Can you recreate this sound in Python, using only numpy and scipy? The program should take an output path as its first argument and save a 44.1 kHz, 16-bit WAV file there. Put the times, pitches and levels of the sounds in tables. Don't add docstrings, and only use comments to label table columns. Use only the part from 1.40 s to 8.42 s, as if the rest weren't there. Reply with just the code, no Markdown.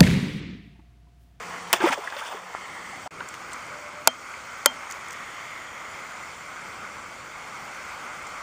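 import sys
import numpy as np
from scipy import signal
from scipy.fft import rfft, irfft, next_fast_len
from scipy.io import wavfile
from scipy.ndimage import uniform_filter1d, map_coordinates

SR = 44100
rng = np.random.default_rng(int(sys.argv[2]) if len(sys.argv) > 2 else 0)


def invert_db(level):
    return 10 ** (np.asarray(level, dtype=float) / 20)


def transcribe(u):
    v = np.clip(np.atleast_2d(u).T, -1, 1)
    q = np.round(v * 32767).astype(np.int16)
    wavfile.write(sys.argv[1], SR, q)


N = 309582

# time in seconds, level in dB.
TRAFFIC = [(0.0, -36.5), (0.31, -37.5), (1.02, -43.5), (1.146, -40), (1.65, -38.5), (1.85, -40.5),
           (2.21, -39), (2.67, -42), (2.92, -39), (3.78, -39.5), (4.02, -40), (4.31, -41), (4.62, -39),
           (5.08, -39.5), (5.73, -40), (6.08, -39.5), (6.43, -38), (7.02, -38.5)]
# frequency in Hz, level in dB per Hz.
ROAR_LAKE = [(210, -52.5), (350, -22.5), (498, -6), (582, -16.5), (694, -6), (1070, -1), (1380, -4),
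             (1550, -9.5), (2050, -6), (3200, -19.5), (4160, -64.5), (7040, -120)]
# frequency in Hz, level in dB per Hz.
ROAR_TURNING = [(210, -50), (350, -12.5), (694, -8), (1090, -1), (1430, -3), (1530, -10.5), (1840, -2),
                (2130, 1.5), (2450, -14.5), (3200, -13.5), (4160, -43), (7040, -120)]
# frequency in Hz, level in dB per Hz.
ROAR_REEL = [(210, -61.5), (350, -25), (531, -8), (621, -7.5), (875, -3.5), (951, -3.5), (1180, 1.5),
             (1420, 1), (1580, -2.5), (1750, -9.5), (2130, -0.5), (3200, -21.5), (4160, -61), (7040, -120)]
# time in seconds, place (0 first, 1 turning, 2 second).
ROAR_TURN = [
    (1.0, 0),
    (1.3, 1),
    (1.5, 1),
    (1.7, 2),
]
# frequency in Hz, level in dB per Hz.
RUMBLE = [(12, -41.5), (25, -20), (70, -1), (325, -1), (387, -2.5), (500, -2), (650, -4), (1100, -120)]
# centre in seconds, height in dB, half length in seconds.
SWELLS = [
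    (.8, -4.5, 0.45),
    (1.755, 7, 0.099),
    (4.1, -1, 0.168),
    (5.4, 1.5, 0.47),
]
# centre in seconds, level in dB, half length in seconds.
PASSING = (4.02, -44, 0.716)
# frequency in Hz, level in dB per Hz.
TYRES = [(1200, -38.5), (1800, 3.5), (2150, 5.5), (2500, -11), (3300, -5), (4500, -28)]
# frequency in Hz, level in dB per Hz.
HISS = [(1530, -16.5), (2600, -6), (2800, -11.5), (3080, -2.5), (3910, -8.5), (4570, -5.5), (5180, -8),
        (5750, -6.5), (6280, -7), (7340, -7), (7970, -9.5), (10200, -17), (12100, -32), (14400, -16),
        (15300, -18)]
# time in seconds, centre in Hz, level in dB.
BAND = [(1.1, 7300, -72), (1.3, 8070, -58.5), (1.65, 8160, -57.5), (1.7, 6780, -61), (3.4, 6570, -55.5),
        (4.7, 6990, -53), (5.2, 7445, -58.5), (5.8, 7074, -60.5)]
# frequency in Hz, level in dB per Hz.
BREEZE = [(12, -19), (22, -8.5), (45, 0), (90, -38.5)]
# start in seconds, end in seconds, pitch in Hz, level in dB.
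HUMS = [
    (0, 0.34, 177.7, -53.5),
    (.9, 1.66, 186, -62.5),
    (1.848, 2.6, 69.3, -69),
    (2.299, 2.643, 593, -50.5),
]
# start in seconds, peak in dB, top in Hz, 60 dB decay in seconds.
RUBS = [
    (1.655, -34, 1490, 0.069),
    (1.671, -27.5, 1190, 0.045),
    (1.8035, -20.5, 3000, 0.0181),
    (1.941, -23.5, 3500, 0.0135),
    (1.9412, -30, 15000, 0.0112),
    (1.949, -27.5, 6000, 0.0104),
    (2.116, -37.5, 9000, 0.079),
    (3.5102, -23.5, 15000, 0.016),
    (3.7282, -29, 15000, 0.014),
]
# start in seconds, peak in dB, pitch in Hz.
TICKS = [(1.885, -35.5, 7960), (1.8873, -23.5, 7210), (2.1114, -38.5, 6030), (2.132, -23.5, 7570),
         (2.1346, -28.5, 6200), (2.2655, -36, 7700), (3.5009, -28.5, 6740), (3.5104, -25.5, 6720),
         (3.5223, -22, 6800), (3.6835, -28, 7350), (3.707, -27.5, 6600), (3.7207, -29, 6900),
         (3.7287, -29, 7400), (6.869, -29.5, 7010)]
# centre in seconds, level in dB, pitch in Hz, half length in seconds.
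KNOCK = (1.1501, -15.5, 1000, .0005)
# start in seconds, rattle in dB, rattle length in seconds, spring in dB.
SNAPS = [
    (2.6732, 6, 0.00215, 1),
    (3.2586, 7, .0026, 6.5),
]
# pitch in Hz, level in dB, 60 dB decay in seconds.
BODIES = [
    [(641, -18.5, 0.051), (880, -7, 0.0235), (1396, -4, 0.0159), (2394, -16.5, 0.0213), (7460, -17, 0.0172),
     (248.5, -42, 0.17)],
    [(583.8, -17, 0.0457), (901, -23, 0.072), (1368, -8.5, 0.0275), (2093, -9.5, 0.0134),
     (6720, -22, 0.033), (249.5, -43.5, 0.338)],
]
# pitch in Hz, level in dB, 60 dB decay in seconds.
SPRING = [
    (3160, -25, 0.137),
    (4230, -46, 0.15),
    (5055, -45, 0.105),
    (6300, -46.5, .15),
]
# start in seconds, peak in dB, top in Hz, 60 dB decay in seconds.
SLAP = [(.3293, 1, 16200, 0.0096)]
# start in seconds, length in seconds, pitch in Hz, level in dB.
CAVITY = (.4358, .029, 336, -11)
# start in seconds, peak in dB, pitch in Hz.
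BUBBLES = [(.334, -18, 657), (0.333, -20.5, 1746), (.335, -27, 350.5), (.358, -38, 710), (.404, -25, 376),
           (.409, -15.5, 1540), (0.417, -22.5, 880), (.44, -14.5, 879), (.459, -13, 926), (.47, -17, 549),
           (0.486, -18, 1313), (0.499, -30, 267), (.508, -20, 902), (.522, -35.5, 983), (.575, -25.5, 547),
           (.585, -33, 400.3), (.636, -30, 975), (.648, -34.5, 983), (0.673, -21, 1886), (0.675, -21, 1616),
           (0.7233, -24, 1543), (.733, -29.5, 867.5), (.764, -28.5, 562), (.77, -28, 1470),
           (.811, -25, 1266), (.82, -30, 888), (.823, -24, 1486), (.855, -26.5, 1508), (.922, -29.5, 1125),
           (.945, -35.5, 410)]
# start in seconds, peak in dB, pitch in Hz.
DRIPS = [
    (1.53, -32, 761),
    (1.575, -38.5, 724),
    (1.66, -29, 728),
    (1.806, -28, 918),
    (1.806, -23.5, 1496),
    (2.938, -25.5, 2147),
]
# start in seconds, peak in dB, top in Hz.
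SHEETS = [(0.33, -9.5, 3550), (.403, -19, 3500), (.455, -20.5, 4460), (.488, -27, 6500),
          (.506, -23.5, 6500), (0.52, -21, 4000), (.54, -24.5, 7000), (.659, -38.5, 2400),
          (0.674, -28, 2400), (.701, -29, 5000), (0.7231, -28, 2400), (.766, -24.5, 4000), (.85, -32, 6500),
          (.866, -29, 4000), (.926, -33.5, 3000)]
# peak in seconds, bubbling in dB, spray under it in dB, swell in seconds,
# fade in seconds, both over 20 dB.
SURGES = [
    (.334, -15, -5, 0.0026, 0.0266),
    (.362, -27.5, -10.5, 0.0204, 0.055),
    (.44, -18, -15.5, 0.065, 0.093),
    (.527, -27, -7, 0.112, 0.0453),
    (.584, -38.5, -8, 0.024, 0.075),
    (.925, -34, -11, 0.057, 0.108),
    (.972, -42, -11.5, 0.034, 0.18),
]
# start in seconds, end in seconds, bubbling in dB, spray under it at the end in dB.
RAIN = (.642, .89, -37.5, -6)
# frequency in Hz, level in dB per Hz.
BUBBLING = [(88, -65), (150, -22), (341, -20), (464, -12.5), (872, -8.5), (2440, -16), (2910, -39.5),
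            (3220, -28.5), (3950, -42.5), (5000, -30.5), (6500, -60.5), (11000, -120)]
# frequency in Hz, level in dB per Hz.
SPRAY = [(1470, -45.5), (2500, -2), (2890, -3.5), (3520, -4), (3980, -22), (5320, -14), (9220, -19),
         (11000, -28), (11700, -70), (13100, -28), (15500, -16)]
# above this frequency in Hz, under this share of the local power.
FAINT = (9300, .95)
# centre in Hz, width in Hz, depth from 0 to 1.
DIP = (11900, 2600, .97)
# centre in Hz, width in Hz, depth from 0 to 1.
NOTCH = (3950, 60, .85)
# from Hz, to Hz.
DEAF = (11750, 12350)
# start in seconds, end in seconds, depth in dB at the start, at the end.
HUSH = (1.6765, 1.7085, -29, -50)

RUMBLE_DB, HISS_DB = -13.5, -9.5
RUMBLE_FOLLOWS, HISS_FOLLOWS = 0.65, 1
BREEZE_DB, BREEZE_GROWS_DB_PER_S = -82.5, 2
RATTLE_TOP_HZ, TOP_HZ = 14260, 15300
BUBBLE_T60_S, BUBBLE_REF_HZ = 0.0366, 1010
SMALL_DIE_SOONER = 0.656
SHEET_T60_S = 0.0254
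SPRAY_SWINGS = 0.993
RAIN_GROWS_DB_PER_S, RAIN_SPRAY_GROWS_DB_PER_S, RAIN_EDGE_S = 12.5, 17.5, 0.023
HUSH_EDGE_S, RETURN_DB, RETURN_S = .002, -4.5, 0.123


def unit(x):
    return x / np.sqrt(np.mean(x ** 2) + 1e-20)


def curves(rows):
    s, *cols = np.transpose(rows)
    return [np.interp(np.arange(N) / SR, s, c) for c in cols]


def wobble(rate):
    knots = rng.standard_normal(int(N * rate / SR) + 4)
    return map_coordinates(knots, [np.arange(N) * rate / SR])


def bell(s, half):
    return np.exp(-((np.arange(N) / SR - s) / half) ** 2)


def filtered(x, response):
    m = next_fast_len(N + 8192)
    return irfft(rfft(x, m) * response(np.fft.rfftfreq(m, 1 / SR)), m)[:N]


def coloured(x, spectrum):
    f, db = np.transpose(spectrum)
    return unit(filtered(x, lambda hz: invert_db(np.interp(np.log(hz + 1), np.log(f + 1), db))))


def notched(x, notch):
    hz0, width, depth = notch
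    return filtered(x, lambda hz: 1 - depth / (1 + 1j * (hz - hz0) / width))


def thinned(x):
    hz, _, z = signal.stft(x, SR, nperseg=2048)
    low_hz, share = FAINT
    power = uniform_filter1d(np.abs(z) ** 2, size=4, axis=0)
    around = uniform_filter1d(uniform_filter1d(power, size=40, axis=0), size=9, axis=1)
    faint = (power < share * around) & (hz[:, None] > low_hz)
    return signal.istft(np.where(faint, 0, z), SR, nperseg=2048)[1][:N]


def patchy(patchy_db):
    z = signal.stft(rng.standard_normal(N), nperseg=512)[2]
    field = uniform_filter1d(rng.standard_normal(z.shape), 5, 0)
    field = uniform_filter1d(field, 10, 1)
    return signal.istft(z * invert_db(patchy_db * unit(field)), nperseg=512)[1][:N]


def add(track, s, sound):
    part = track[round(s * SR):][:len(sound)]
    part += sound[:len(part)]


def ring(hz, db, t60, rise=0., attack=0.000338, rough=0.):
    t = np.arange(int(t60 * SR)) / SR
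    waver = rough * np.interp(t * hz / 2, np.arange(64), rng.standard_normal(64))
    phase = 2 * np.pi * hz * t * (1 + rise * t / t60) + waver
    return invert_db(db - 60 * t / t60) * (1 - np.exp(-t / attack)) * np.sin(phase)


def puffs(rows):
    out, t = np.zeros(N), np.arange(SR // 10) / SR
    for s, db, top_hz, t60 in rows:
        band = signal.butter(3, [450, min(top_hz, .45 * SR)], "band", fs=SR)
        noise = unit(signal.lfilter(*band, rng.standard_normal(len(t))))
        attack = np.clip(t / (0.0363 * t60), 0, 1)
        add(out, s, invert_db(db - 4.0 - 60 * t / t60) * attack * noise)
    return out


def air():
    roar_db, = curves(TRAFFIC)
    mean_db = roar_db.mean()
    swing_db = roar_db - mean_db
    turn, = curves(ROAR_TURN)
    roar = np.zeros(N)
    for place, colour in enumerate([ROAR_LAKE, ROAR_TURNING, ROAR_REEL]):
        share = np.clip(1 - abs(turn - place), 0, 1)
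        roar += np.sqrt(share) * coloured(patchy(patchy_db=0.96), colour)
    gust = wobble(4.1)

    rumble_db = mean_db + RUMBLE_DB + RUMBLE_FOLLOWS * swing_db
    rumble_db += sum(db * bell(s, half) for s, db, half in SWELLS)
    rumble = invert_db(rumble_db + 0.88 * wobble(2.786)) * coloured(patchy(patchy_db=1.07), RUMBLE)

    hiss_db = mean_db + HISS_DB + HISS_FOLLOWS * swing_db + 0.184 * gust
    hiss = invert_db(hiss_db) * coloured(patchy(patchy_db=1.2055), HISS)
    band_hz, band_db = curves(BAND)
    hiss += invert_db(band_db) * wobble(600) * np.sin(2 * np.pi * np.cumsum(band_hz) / SR)

    breeze_db = BREEZE_DB + BREEZE_GROWS_DB_PER_S * np.arange(N) / SR
    breeze = invert_db(breeze_db) * coloured(rng.standard_normal(N), BREEZE)
    s, db, half = PASSING
    car = invert_db(db) * bell(s, half) * coloured(patchy(patchy_db=-0.87), TYRES)
    roar *= invert_db(roar_db + .55 * gust + .6 * wobble(14))
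    return car + rumble + breeze + roar + hiss


def line():
    out = np.zeros(N)
    for start, end, hz, db in HUMS:
        n = round((end - start) * SR)
        phase = 2 * np.pi * np.cumsum(hz * (1 + 0.0069 * wobble(6.85)[:n])) / SR
        level = invert_db(db + 2.5 + 3.26 * wobble(25.23)[:n])
        add(out, start, level * signal.windows.tukey(n, .15) * np.sin(phase))
    return out


def ticks():
    out, t = np.zeros(N), np.arange(SR // 100) / SR
    port = signal.butter(2, [13500, 15600], "band", fs=SR)
    for s, db, hz in TICKS:
        band = signal.butter(1, [0.818 * hz, 1.194 * hz], "band", fs=SR)
        noise = rng.standard_normal(len(t))
        click = unit(signal.lfilter(*band, signal.lfilter(*band, noise)))
        puff = click + .6 * signal.lfilter(*port, noise)
        add(out, s, invert_db(db - 7 - 60 * t / 0.02) * np.clip(t / 0.00037, 0, 1) * puff)
    s, db, hz, width = KNOCK
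    t = np.arange(-100, 100) / SR
    add(out, s + t[0], -invert_db(db) * np.exp(-(t / width) ** 2) * np.cos(2 * np.pi * hz * t))
    return out


def reel():
    out, t = np.zeros(N), np.arange(SR // 25) / SR
    dull = signal.butter(2, [600, RATTLE_TOP_HZ], "band", fs=SR)
    for (s, rattle_db, length, spring_db), body in zip(SNAPS, BODIES):
        shape = np.where(t < length, 1, 0.039 * np.exp((length - t) / 0.0019))
        rattle = unit(signal.lfilter(*dull, rng.standard_normal(len(t))))
        add(out, s + .0004, invert_db(rattle_db - 9.5) * shape * rattle)
        for hz, db, t60 in body:
            late = 0.002174 * rng.random() ** 2
            add(out, s + late, ring(hz, db + 4.0, t60, rough=0.773))
        for hz, db, t60 in SPRING:
            add(out, s + 0.001182, ring(hz, db + spring_db, t60))
    return signal.sosfilt(signal.butter(6, [170, RATTLE_TOP_HZ], "band", fs=SR, output="sos"), out)


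def grains(count, low_hz, high_hz, cycles, scatter_db, first, last):
    when, pitch, size = rng.random((count, 3)).T
    hz = (low_hz * (high_hz / low_hz) ** pitch)[:, None]
    turns = np.arange(400) / SR * hz
    shape = np.sin(2 * np.pi * turns * (1 + 0.01754 * turns))
    shape = shape * np.exp(-turns / cycles) * (1 - np.exp(-turns))
    shape = shape * hz * invert_db(-scatter_db * np.log(1 - size))[:, None]
    start = ((first + when * (last - first)) * SR).astype(int)
    return np.bincount((start[:, None] + np.arange(400)).ravel(), shape.ravel(), N)


def stirring():
    t = np.arange(N) / SR
    shapes = []
    for s, db, under_db, swell, fade in SURGES:
        shapes.append((db, under_db, 20 * np.minimum((t - s) / swell, (s - t) / fade)))
    start, end, db, under_db = RAIN
    left = np.minimum(t - end, 0)
    edges_db = 20 * np.minimum(np.minimum(t - start, end - t), 0) / RAIN_EDGE_S
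    rain_under_db = under_db + RAIN_SPRAY_GROWS_DB_PER_S * left
    shapes.append((db, rain_under_db, edges_db + RAIN_GROWS_DB_PER_S * left))
    bubbling = np.sqrt(sum(invert_db(db + shape_db) ** 2 for db, _, shape_db in shapes))
    spray = np.sqrt(sum(invert_db(db + under_db + SPRAY_SWINGS * shape_db) ** 2 for db, under_db, shape_db in shapes))
    return bubbling, spray


def cavity():
    out = np.zeros(N)
    s, length, hz, db = CAVITY
    hollow = ring(hz, db, .25, rise=.25, attack=.001, rough=.15)[:round(length * SR)]
    add(out, s, hollow * signal.windows.tukey(len(hollow), .45))
    return out


def bubbles():
    out = np.zeros(N)
    for s, db, hz in BUBBLES + DRIPS:
        t60 = BUBBLE_T60_S * (BUBBLE_REF_HZ / hz) ** SMALL_DIE_SOONER
        add(out, s, ring(hz, db + 4, t60, rise=.08, attack=.002, rough=.55))
    return out


def splash():
    first, last = .33, 1.06
    bubbling_gain, spray_gain = stirring()
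    span = np.sqrt((last - first) * SR / N)
    small = grains(count=2000, low_hz=497.4, high_hz=5000, cycles=4.2, scatter_db=2.5, first=first, last=last)
    tiny = grains(count=4000, low_hz=3000, high_hz=14530, cycles=2.62, scatter_db=2.52, first=first, last=last)
    churn = invert_db(2.6 * wobble(60.21))
    bubbling = 0.81 * span * coloured(small, BUBBLING) + 0.767 * coloured(patchy(patchy_db=3.5), BUBBLING)
    spray = 0.666 * span * coloured(tiny, SPRAY) + 0.73 * coloured(patchy(patchy_db=0.5), SPRAY)
    water = invert_db(-2.5) * bubbling_gain * churn * bubbling
    water += invert_db(2.0) * spray_gain * churn * thinned(spray)
    return water + bubbles() + cavity()


def scene():
    slap = puffs(SLAP)
    sheets = puffs([(*row, SHEET_T60_S) for row in SHEETS])
    near = notched(sheets + puffs(RUBS) + ticks(), DIP)
    slot_hz = [DEAF[0] - 150, *DEAF, DEAF[1] + 150]
    far = filtered(thinned(air()) + splash() + near,
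                   lambda hz: (hz < TOP_HZ) * np.interp(hz, slot_hz, [1, .1, .1, 1]))
    return (far + slap + reel() + line())[None]


def band_limit(x):
    return signal.sosfilt(signal.butter(12, 16430, fs=SR, output="sos"), x)


def record(dry):
    x = notched(dry[0], NOTCH)
    for _ in range(9):
        excess = np.clip(x, -1, 1) - x
        x = x + filtered(excess, lambda hz: np.clip(hz / 200 - .7, 0, 1) * np.clip(5.5 - hz / 3300, 0, 1))
    start, end, first_db, last_db = HUSH
    gap_db, = curves([(start, 0), (start + HUSH_EDGE_S, first_db), (end - HUSH_EDGE_S, last_db),
                      (end, RETURN_DB), (end + RETURN_S, 0)])
    mix = np.clip(x * invert_db(gap_db), -1, 1)
    return band_limit(mix[None])


dry = scene()
out = record(dry)
transcribe(out)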